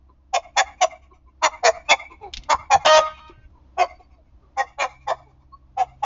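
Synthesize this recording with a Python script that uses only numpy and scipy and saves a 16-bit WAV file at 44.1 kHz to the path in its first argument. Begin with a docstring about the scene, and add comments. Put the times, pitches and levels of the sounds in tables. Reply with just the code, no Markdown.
"""A chicken gives sharp alarm clucks and one long squawk: membrane slaps (source) excite resonances (filter).
Others answer faintly with soft husky notes and one thin peep, a frequency-modulated tone.
Claws scrape up the ramp as decaying grainy noise, and thumps are decaying sines with the wall trembling.
Convolution with decaying noise gives the ring of the coop and the echoes of a barn across the yard.
Underneath lie a faint low hum of steady sines, a far motor, and filtered noise for the outdoor air."""
import sys
import numpy as np
from scipy import signal
from scipy.fft import rfft, irfft, next_fast_len
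from scipy.io import wavfile
from scipy.ndimage import map_coordinates

SR = 44100
rng = np.random.default_rng(int(sys.argv[2]) if len(sys.argv) > 2 else 0)


def wav_out(sig):
    """Save sig, one row per channel (or a flat mono array), as 16-bit PCM at SR to the path in sys.argv[1]."""
    wavfile.write(sys.argv[1], SR, np.round(np.clip(np.atleast_2d(sig).T, -1, 1) * 32767).astype(np.int16))


N = 266795
TIME = np.arange(N) / SR

# loud clucks: middle t/s, length t/s, nominal pitch f/Hz, throat f/Hz, throat level/dB, clean share [0-1],
# beak f/Hz, beak width f/Hz, beak level/dB
ALARM_CLUCKS = [(0.358, 0.03642, 257, 742, -17.5, 0.7, 2560, 600, -25),
                (0.594, 0.0428, 275, 790, -15.5, 0.47, 2310, 800, -17),
                (0.832, 0.03302, 365, 717, -14, 0.7, 2186, 700, -22),
                (1.453, 0.04513, 308, 919.6, -14.5, 0.15, 2154, 480, -20.5),
                (1.669, 0.0512, 234, 680, -12.5, 0.51, 1956, 450, -18.5),
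                (1.918, 0.04632, 288, 780, -15, 0, 2397, 200, -13.5),
                (2.52, 0.0438, 291, 982, -14.5, 0.02, 1990, 1200, -24),
                (2.734, 0.045, 269, 810, -11, .7, 1874, 590, -20.5),
                (3.812, 0.05375, 362, 733, -15.5, 0.44, 2433, 600, -26),
                (4.599, 0.0436, 260, 797, -21, 0.18, 1980, 170, -27),
                (4.821, 0.05435, 274, 790, -19.5, 0.05, 2095, 820, -23),
                (5.098, 0.0404, 260, 760, -19, 0.34, 1852, 240, -31),
                (5.805, 0.0501, 255, 757, -22, 0.65, 2357, 780, -36.5),
                (6.046, 0.0287, 264, 771, -19.5, 0.75, 2180, 850, -36)]
# windpipe resonances: centre f/Hz, width before sharpening f/Hz, level/dB
WINDPIPE_RESONANCES = [(2825.8, 280, -9), (3524, 320, -3.5), (4597, 390, -11.5), (5248, 200, -8),
                       (5836, 140, -7), (6385.4, 220, -6.5), (6871.4, 140, -6)]
CLUCK_ROUGH = .36  # scatter of the membrane slaps, 0-1
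THROAT_WIDTH_HZ, CLEAN_NARROWS = 290, .95  # a clean cluck narrows the throat resonance by up to this share
CHEST_DB, COOP_BOOM_DB, GULLET_DB = -14.5, -9, -7.5  # weaker resonances beside the main one of the throat
OPEN_SHARE, OPEN_LEAD_S = 0.652, 0.0031  # the beak is open for this share of a cluck, just ahead of its middle
WHISTLE_WIDTH_HZ, BEAK_SLIDE = 200, 0.13  # narrower beak resonances whistle; relative fall as the beak closes
RASP_DB, RASP_GROWS = -7.5, 0.6743  # rasp level at a beak level of 0 dB, and dB per dB of beak level
MUFFLE_DB, SHIELD_DB = -9, -3.5  # inside: rasp lost at the microphone, throat lost towards the yard


def clucks():
    """Source-filter principle: a throat tone turns harsh as the beak opens, and its resonances sink."""
    near, away = np.zeros(N), np.zeros(N)  # towards the microphone, towards the yard
    t = np.arange(-SR // 12, SR // 12) / SR
    for s, length, pitch, hz, db, clean, beak_hz, beak_width, beak_db in ALARM_CLUCKS:
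        width = THROAT_WIDTH_HZ * (1 - CLEAN_NARROWS * clean)
        open_for = OPEN_SHARE * length
        closing = np.clip(.5 + t / length, 0, 1)
        contour = pitch * (1.02 + .1 * closing - .2 * closing ** 2)
        voice = syrinx(contour, CLUCK_ROUGH, jitter=.11, breath=.35, uneven=.1)
        effort = swell(t, 0, length, steep=4.2)
        opening = voice * swell(t, -OPEN_LEAD_S, open_for, steep=3.2)

        def throat(f, stage):
            main = peak(f, hz * (1.04 - 0.12 * stage), width)
            chest = amp(CHEST_DB) * (1 - clean) * peak(f, 380, 80)
            boom = amp(COOP_BOOM_DB) * inside(s) * peak(f, 385, 50)
            gullet = amp(GULLET_DB) * peak(f, 1095, 73)
            passed = band(f, 470, 1100, order=4)
            return (main + chest + boom + gullet) * passed * ripple(f, depth_db=2.88, spacing_hz=170)

        def mouth(f, stage):
            main = peak(f, beak_hz * (1 + BEAK_SLIDE * (.5 - stage)), beak_width)
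            fixed = 0.09 * peak(f, 3200, 200) + amp(-21.5) * peak(f, 2100, 200)
            return (main + fixed) * band(f, 1500, 3000, order=4) * ripple(f, depth_db=6, spacing_hz=170)

        def pipe(f, stage):
            resonances = sum(amp(g) * peak(f, c, w) ** 1.415 for c, w, g in WINDPIPE_RESONANCES)
            return resonances * ripple(f, depth_db=6, spacing_hz=170)

        buzz = shifting(voice * effort, closing, throat, count=2)
        beak = shifting(opening, closing, mouth, count=2)
        rasp = shifting(opening, closing, pipe, count=2)
        # part of the energy locks onto the throat resonance as a wavering tone
        glide = hz * (1.06 - 0.13 * closing + .045 * wobble(220, len(t)))
        tone = np.sin(2 * np.pi * np.cumsum(glide) / SR) * effort * amp(1.5 * wobble(130, len(t)))
        tone = tone * (1 - swell(t, -OPEN_LEAD_S, open_for, steep=3.3) / 2)  # weakens at the hardest push
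        body = np.sqrt(clean) * unit(tone) + np.sqrt(1 - clean) * unit(buzz)
        # a narrow beak resonance sings out as a falling whistle
        slide = beak_hz * (1 + BEAK_SLIDE * (.5 - closing) + .015 * wobble(250, len(t)))
        whistle = np.sin(2 * np.pi * np.cumsum(slide) / SR) * effort * amp(3 * wobble(150, len(t)))
        beak = unit(beak) + 2 * np.exp(-beak_width / WHISTLE_WIDTH_HZ) * unit(whistle)
        body = burst(body, db, length)
        beak = burst(beak, beak_db, open_for)
        rasp = burst(rasp, RASP_DB + RASP_GROWS * beak_db, open_for)
        # inside, the rasp beams out of the door past the microphone
        add(near, s + t[0], body + beak + amp(MUFFLE_DB * inside(s)) * rasp)
        shield = SHIELD_DB * inside(s)
        add(away, s + t[0], amp(shield) * body + amp(shield / 2) * beak + rasp)
    return near, away


# throat response in the squawk: f/Hz, level/dB
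SQUAWK_RESPONSE = [(200, -22.5), (320, -19), (480, -14), (630, -0.5), (900, 0), (1250, -7.5), (1800, -9.5),
                   (2500, -16.5), (3100, -12), (4100, -22.5), (5300, -18.5), (7000, -26), (8000, -53.5)]
# short dull returns of the squawk just after it ends: middle t/s, length t/s, level/dB
LATE_RETURNS = [(2.993, 0.0081, -10), (3.029, .022, -25.5)]
SQUAWK_START_S, SQUAWK_END_S = 2.843, 2.976  # the held note
SQUAWK_DB, SQUAWK_RISE_DB_PER_S = -8, 31.5  # it swells to this level at its end
SQUAWK_ATTACK_S, SQUAWK_RELEASE_S = 0.015, .012
SQUAWK_HZ, SCOOP_HZ = 622.5, 42  # pitch, and how far below it the note starts
LOCK_S, HELD_ROUGH, LOOSE_ROUGH = .03, .07, .85  # time to lock, roughness 0-1 once locked, extra while loose
DULLING_DB_PER_S = 519  # the overtones drain away once the push stops


def squawk():
    """Period doubling: a rough start scoops up and locks into a held note, then ends in short dull returns."""
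    out, t = np.zeros(N), np.arange(SR // 4) / SR
    hold = SQUAWK_END_S - SQUAWK_START_S
    after = np.maximum(t - hold, 0)
    push = amp(SQUAWK_DB - SQUAWK_RISE_DB_PER_S * np.maximum(hold - t, 0))
    push = push * (1 - np.exp(-(t / SQUAWK_ATTACK_S) ** 3)) * np.exp(-after / SQUAWK_RELEASE_S)
    for s, length, db in LATE_RETURNS:
        push = push + amp(db) * swell(SQUAWK_START_S + t, s, length, steep=2.7)
    loose = np.exp(-(t / LOCK_S) ** 2)
    breaking = swell(t, hold + SQUAWK_RELEASE_S, SQUAWK_RELEASE_S, steep=2)
    pitch = (SQUAWK_HZ - SCOOP_HZ * loose) * (1 + .005 * wobble(80, len(t)))
    rough = HELD_ROUGH + LOOSE_ROUGH * (loose + breaking / 2)
    voice = syrinx(pitch, rough, jitter=.15, breath=1.5, uneven=.4)
    note = unit(coloured(voice, lambda f: amp(along(SQUAWK_RESPONSE, f))))
    low = signal.sosfiltfilt(signal.butter(2, 1500, fs=SR, output="sos"), note)

    # the overtones swell and fade one by one as the head moves
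    def head(f, stage):
        return ripple(f, depth_db=5, spacing_hz=260)

    high = shifting(note - low, np.linspace(0, 1, len(t)), head, count=8)
    add(out, SQUAWK_START_S, push * (low + amp(-0.5 - DULLING_DB_PER_S * after) * high))
    return out


# soft notes of the flock: middle t/s, length t/s, throat f/Hz, level/dB
SOFT_NOTES = [(.097, 0.0243, 1022, -55), (1.121, .021, 1066, -50.5), (1.283, 0.0336, 1033, -59.5),
              (2.124, 0.0405, 1000, -45), (2.256, 0.061, 788.1, -36.5), (3.571, .058, 953, -59.5),
              (4.002, 0.012, 734, -46), (4.192, 0.039, 644, -60), (4.441, 0.041, 1166, -61.5),
              (5.283, 0.042, 826, -56)]
MURMUR_HZ, MURMUR_SAG_OCT_PER_S, MURMUR_ROUGH = 355, 4.3, 0.19  # usual pitch, its fall, roughness 0-1


def murmurs():
    """Harmonic-formant tuning: husky notes, beak nearly shut, place an overtone on the throat resonance."""
    out, t = np.zeros(N), np.arange(-SR // 10, SR // 10) / SR
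    for s, length, hz, db in SOFT_NOTES:
        pitch = hz / round(hz / MURMUR_HZ) * 2 ** (-MURMUR_SAG_OCT_PER_S * t)
        voice = syrinx(pitch, MURMUR_ROUGH, jitter=.25, breath=3, uneven=0)

        def throat(f):
            low = peak(f, hz, 120) ** 2 + 0.5 * peak(f, 400, 120) ** 2
            return low + 0.013 * peak(f, 2300, 300) ** 2 + 0.021 * peak(f, 4000, 300) ** 2

        note = coloured(voice * swell(t, 0, length, steep=3), throat)
        add(out, s + t[0], burst(note, db, length))
    return out


PEEP_S, PEEP_LENGTH_S, PEEP_HZ, PEEP_DB = 5.537, 0.0214, 1087.2, -45  # one thin, rising peep
PEEP_RISE_OCT_PER_S, PEEP_OVERTONE_DB = 1.5, -20


def peep():
    """Frequency modulation: a nearly pure rising whistle with a faint fourth harmonic."""
    out, t = np.zeros(N), np.arange(-SR // 20, SR // 20) / SR
    pitch = PEEP_HZ * 2 ** (PEEP_RISE_OCT_PER_S * t) * (1 + 0.01066 * wobble(200, len(t)))
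    phase = 2 * np.pi * np.cumsum(pitch) / SR
    tone = np.sin(phase) + amp(PEEP_OVERTONE_DB) * np.sin(4 * phase)
    shaped = tone * swell(t, 0, PEEP_LENGTH_S, steep=3.16)
    add(out, PEEP_S + t[0], burst(shaped, PEEP_DB, PEEP_LENGTH_S))
    return out


# claws on the ramp: onset t/s, level/dB
CLAW_SCRAPES = [(2.329, -45.5), (2.336, -22.5), (2.359, -43), (2.369, -24), (2.435, -40), (3.28, -48.5)]
# feet and wings against the coop: onset t/s, level/dB, pitch f/Hz
BOARD_THUMPS = [(1.775, -42, 34.94), (2.375, -25, 40.29), (2.544, -26.5, 65.61), (2.594, -39, 87.97),
                (2.749, -25.5, 83.24), (2.756, -31, 150.9), (2.847, -44.5, 103.6), (3.103, -48, 88.79),
                (3.296, -36, 345.5), (3.377, -40, 116.1), (3.452, -39, 46.64)]
CLAW_HZ, CLAW_DECAY_S, THUMP_DECAY_S = 3240, .036, 0.13  # decays are times to fall 60 dB
RAMP_MIDDLE_S, RAMP_LENGTH_S, RAMP_DB = 2.95, 1.3, -55  # the coop wall trembles while the bird climbs


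def feet():
    """Impact excitation: claws rasp in grainy scrapes, steps thud as damped modes and the wall trembles."""
    out, t = np.zeros(N), np.arange(SR // 4) / SR

    def claw(f):
        return (peak(f, CLAW_HZ, 1100) + 0.46 * peak(f, 5000, 1100)) * band(f, 1450, 7000, order=4)

    for s, db in CLAW_SCRAPES:
        grains = rng.standard_normal(len(t)) * amp(3.5 * wobble(900, len(t)))
        scrape = unit(coloured(grains, claw))
        add(out, s, amp(db - 60 * t / CLAW_DECAY_S) * (1 - np.exp(-t / 0.0008)) * scrape)
    for s, db, hz in BOARD_THUMPS:
        knock = coloured(rng.standard_normal(len(t)), lambda f: band(f, hz / 2, hz * 4.5, order=3))
        thud = np.sin(2 * np.pi * hz * t) + 0.13 * unit(knock)
        add(out, s, amp(db - 60 * t / THUMP_DECAY_S) * (1 - np.exp(-t / 0.0011)) * thud)
    tremble = rush(lambda f: band(f, 15, 74, order=2))
    return out + amp(RAMP_DB) * swell(TIME, RAMP_MIDDLE_S, RAMP_LENGTH_S, steep=6) * tremble


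ENTER_S, ENTERED_S = 2.243, 3.8  # the bird passes through the coop door


def inside(s):
    """Linear transition: how far the bird is inside the coop at time s, 0-1."""
    return np.clip((s - ENTER_S) / (ENTERED_S - ENTER_S), 0, 1)


def coop(x):
    """Early scattering: boards blur sound for under 0.1 s, with a freshly drawn pattern every quarter second."""
    out, t, block = np.zeros(N), np.arange(SR // 12) / SR, SR // 4
    for k in range(N // block + 1):
        walls = rng.standard_normal(len(t)) * amp(-60 * t / 0.095) * (t > .002)
        add(out, k / 4, signal.fftconvolve(x[k * block:][:block], walls / np.linalg.norm(walls)))
    return out


# decay of the diffuse tail: f/Hz, t60 t/s
YARD_DECAY = [(200, 0.3), (800, .7), (1400, .5), (2300, .8), (4000, .5), (7000, 0.31)]
# sheds and barn: delay t/s, level before wall colour/dB
BUILDING_ECHOES = [(.082, -21), (.125, -32), (.2, -33), (.316, -35), (.46, -49)]
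# what the buildings send back: f/Hz, level/dB
WALL_REFLECTION = [(300, -24), (600, -13.5), (800, -10), (1240, -1), (1700, -8.5), (2250, 1), (3000, -10.5),
                   (4500, -12), (7000, -14)]
ECHO_DECAY_S = 0.12  # t60 of each echo from the ribbed walls


def yard(x):
    """Impulse-response convolution: a faint diffuse tail, with echoes that ribbed walls colour strongly."""
    hz, t, z = signal.stft(rng.standard_normal(SR), SR, nperseg=256)
    tail = signal.istft(z * amp(-60 * t / along(YARD_DECAY, hz)[:, None]), SR, nperseg=256)[1]
    answer = amp(-34.0) * tail / np.linalg.norm(tail)
    t = np.arange(SR // 4) / SR

    def ribbed(f):
        return amp(along(WALL_REFLECTION, f)) * ripple(f, depth_db=4.5, spacing_hz=190)

    for delay, db in BUILDING_ECHOES:
        blur = rng.standard_normal(len(t)) * amp(-60 * t / ECHO_DECAY_S)
        add(answer, delay, amp(db) * coloured(blur / np.linalg.norm(blur), ribbed))
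    return signal.fftconvolve(x, answer)[:N]


# steady hum partials: f/Hz, rms level/dB
HUM_PARTIALS = [(64.6, -56), (193.8, -78.5), (258.4, -82.5), (290.7, -74), (323.0, -74.5)]
# the far motor carries over twice: middle t/s, length t/s, level/dB
MOTOR_SWELLS = [(5.128, 0.29, -54.5), (5.934, 0.242, -54)]
# relative spectrum of the outdoor air: f/Hz, level per Hz/dB
AIR_SPECTRUM = [(12, -59), (20, -13.5), (55, 3), (164, -21.5), (292, -17.5), (448, -31), (575, -23.5),
                (797, -27.5), (1050, -27.5), (1530, -38), (6380, -49), (8000, -65), (10400, -96.5),
                (17600, -120)]
DRONE_HZ, DRONE_DB = 130.2, -73  # the far motor between its swells
RUMBLE_DB, RUMBLE_SWING_DB = -62, 2.5  # air on the microphone


def background():
    """Additive and subtractive synthesis: a steady low hum, a far motor, and slowly stirring outdoor air."""
    hum = np.zeros(N)
    for hz, db in HUM_PARTIALS:
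        phase = 2 * np.pi * (hz * TIME + rng.random()) + 0.22 * wobble(22, N)
        hum += np.sqrt(2) * amp(db) * np.sin(phase)
    carry = amp(DRONE_DB) + sum(amp(db) * swell(TIME, s, length, steep=1.5) for s, length, db in MOTOR_SWELLS)
    motor = np.sqrt(2) * np.sin(2 * np.pi * DRONE_HZ * TIME + .5 * wobble(11, N))
    drone = carry * amp(1.3 * wobble(3.1, N)) * motor
    air = rush(lambda f: amp(along(AIR_SPECTRUM, f)) * band(f, 53, 9000, order=2))
    air = amp(-59.5 + 3.4 * wobble(3.3, N)) * air
    rumble = rush(lambda f: band(f, 12, 43, order=2))
    rumble = amp(RUMBLE_DB + RUMBLE_SWING_DB * wobble(5.9, N)) * rumble
    return hum + drone + air + rumble


def syrinx(pitch, rough, jitter, breath, uneven):
    """Pulse-train source: roughness scatters membrane slaps in time and size and adds air, puffed each cycle."""
    size = len(pitch)
    rough = np.clip(rough + np.zeros(size), 0, 1)
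    air = rng.standard_normal(size)
    cycles = np.cumsum(pitch) / SR + rng.random()
    late, strong = rng.standard_normal((2, 400))
    k = np.arange(1, int(cycles[-1]))
    scatter = np.interp(k, cycles, rough)
    at = np.interp(k + jitter * late[k] * scatter, cycles, np.arange(size))
    force = np.exp(.5 * strong[k] * scatter) * (1 + uneven * (-1.) ** k)  # slaps alternate in strength
    # a sinc spread over 16 samples places each slap between samples
    taps = at.astype(int)[:, None] + np.arange(-7, 9)
    weights = force[:, None] * np.sinc(taps - at[:, None])
    slaps = np.bincount(np.clip(taps, 0, size - 1).ravel(), weights.ravel(), size)
    puffs = unit(air * (1 + np.cos(2 * np.pi * cycles)) ** 2)
    return unit(slaps) + breath * rough * puffs


def ripple(f, depth_db, spacing_hz):
    """Comb-like interference: random peaks and notches from nearby surfaces, new at each call."""
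    knots = rng.standard_normal(int(SR / spacing_hz) + 4)
    return amp(depth_db * map_coordinates(knots, [f / spacing_hz]))


def shifting(x, progress, gain, count):
    """Time-varying filtering: crossfade through gain(f, stage) as progress runs from 0 to 1."""
    out = 0
    for stage in np.linspace(0, 1, count):
        share = np.clip(1 - np.abs(progress - stage) * (count - 1), 0, 1)
        out = out + coloured(x * share, lambda f: gain(f, stage))
    return out


def coloured(x, gain):
    """Minimum-phase filtering: a folded cepstrum makes the causal filter with the given gain of frequency."""
    m = 2 * next_fast_len(len(x) // 2 + 2048)
    cepstrum = irfft(np.log(np.maximum(gain(np.fft.rfftfreq(m, 1 / SR)), 1e-6)))
    cepstrum[1:m // 2] *= 2
    cepstrum[m // 2 + 1:] = 0
    return irfft(rfft(x, m) * np.exp(rfft(cepstrum)), m)[:len(x)]


def rush(gain):
    """Spectral shaping: steady noise of rms 1 with the given gain of frequency."""
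    m = next_fast_len(N, real=True)
    return unit(irfft(rfft(rng.standard_normal(m)) * gain(np.fft.rfftfreq(m, 1 / SR)), m)[:N])


def peak(f, hz, width):
    """Simple resonance: gain of one damped mode."""
    return f * width / np.hypot(hz * hz - f * f, f * width)


def band(f, low_hz, high_hz, order):
    """Butterworth response: gain of a band-pass."""
    return ((1 + (low_hz / (f + 1)) ** (2 * order)) * (1 + (f / high_hz) ** (2 * order))) ** -.5


def swell(t, middle, length, steep):
    """Generalised Gaussian envelope: a rounded burst."""
    return np.exp(-np.abs(2 * (t - middle) / length) ** steep / 2)


def wobble(rate, size):
    """Band-limited fluctuation: a smooth random curve, rate knots a second."""
    count = int(size * rate / SR) + 4
    fine = np.linspace(0, count - 1, 10 * count)
    curve = map_coordinates(rng.standard_normal(count), [fine])
    return np.interp(np.arange(size) * rate / SR, fine, curve)


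def amp(db):
    """Logarithmic level: decibels to gain."""
    return 10 ** (np.asarray(db) / 20)


def unit(x):
    """Root-mean-square normalisation: scale to rms 1."""
    return x / np.sqrt(np.mean(x ** 2) + 1e-20)


def burst(x, db, length):
    """Energy equivalence: x with the energy of a sound at rms level db lasting length."""
    return amp(db) * x / np.sqrt(np.sum(x ** 2) / (SR * length) + 1e-20)


def along(points, hz):
    """Logarithmic interpolation: (f/Hz, value) points on a log axis."""
    f, v = np.transpose(points)
    return np.interp(np.log(hz + 1), np.log(f + 1), v)


def add(out, s, x):
    """Superposition: mix x into out from time s."""
    start = max(round(s * SR), 0)
    out[start:start + len(x)] += x[:max(len(out) - start, 0)]


COOP_OUTSIDE_DB, COOP_INSIDE_DB = -12, -4.5  # share of the sound that rings in the coop
CLUCK_ECHO_DB, SQUAWK_ECHO_DB = -3, 6.5  # sent towards the yard
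SQUAWK_BEAM_HZ = 1000  # lower edge of the band that the squawk throws across the yard


def scene():
    """Superposition of direct and reflected sound: birds by the coop, their echoes, and the background."""
    calls, calls_away = clucks()
    cry = squawk()
    small = murmurs() + peep() + feet()
    near = calls + cry + small
    # the wide-open beak throws mainly the squawk's overtones across the yard
    beam_filter = signal.butter(2, [SQUAWK_BEAM_HZ, 5500], "bandpass", fs=SR, output="sos")
    beam = signal.sosfilt(beam_filter, cry)
    away = amp(CLUCK_ECHO_DB) * calls_away + amp(SQUAWK_ECHO_DB) * beam + small
    wet = amp(COOP_OUTSIDE_DB + (COOP_INSIDE_DB - COOP_OUTSIDE_DB) * inside(TIME))
    near = np.sqrt(1 - wet ** 2) * near + coop(wet * near)
    return (near + yard(away) + background())[None]


TOP_HZ = 7300  # upper edge of the camera's band


def record(dry):
    """Soft saturation and band limiting: the camera rounds off the highest peaks and cuts the treble."""
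    held = dry[0] / (1 + np.abs(dry[0] / .66) ** 4) ** (1 / 4)
    m = next_fast_len(N + SR // 2)
    passed = band(np.fft.rfftfreq(m, 1 / SR), 12, TOP_HZ, order=60)
    return irfft(rfft(held, m) * passed, m)[None, :N]


dry = scene()
out = record(dry)
wav_out(out)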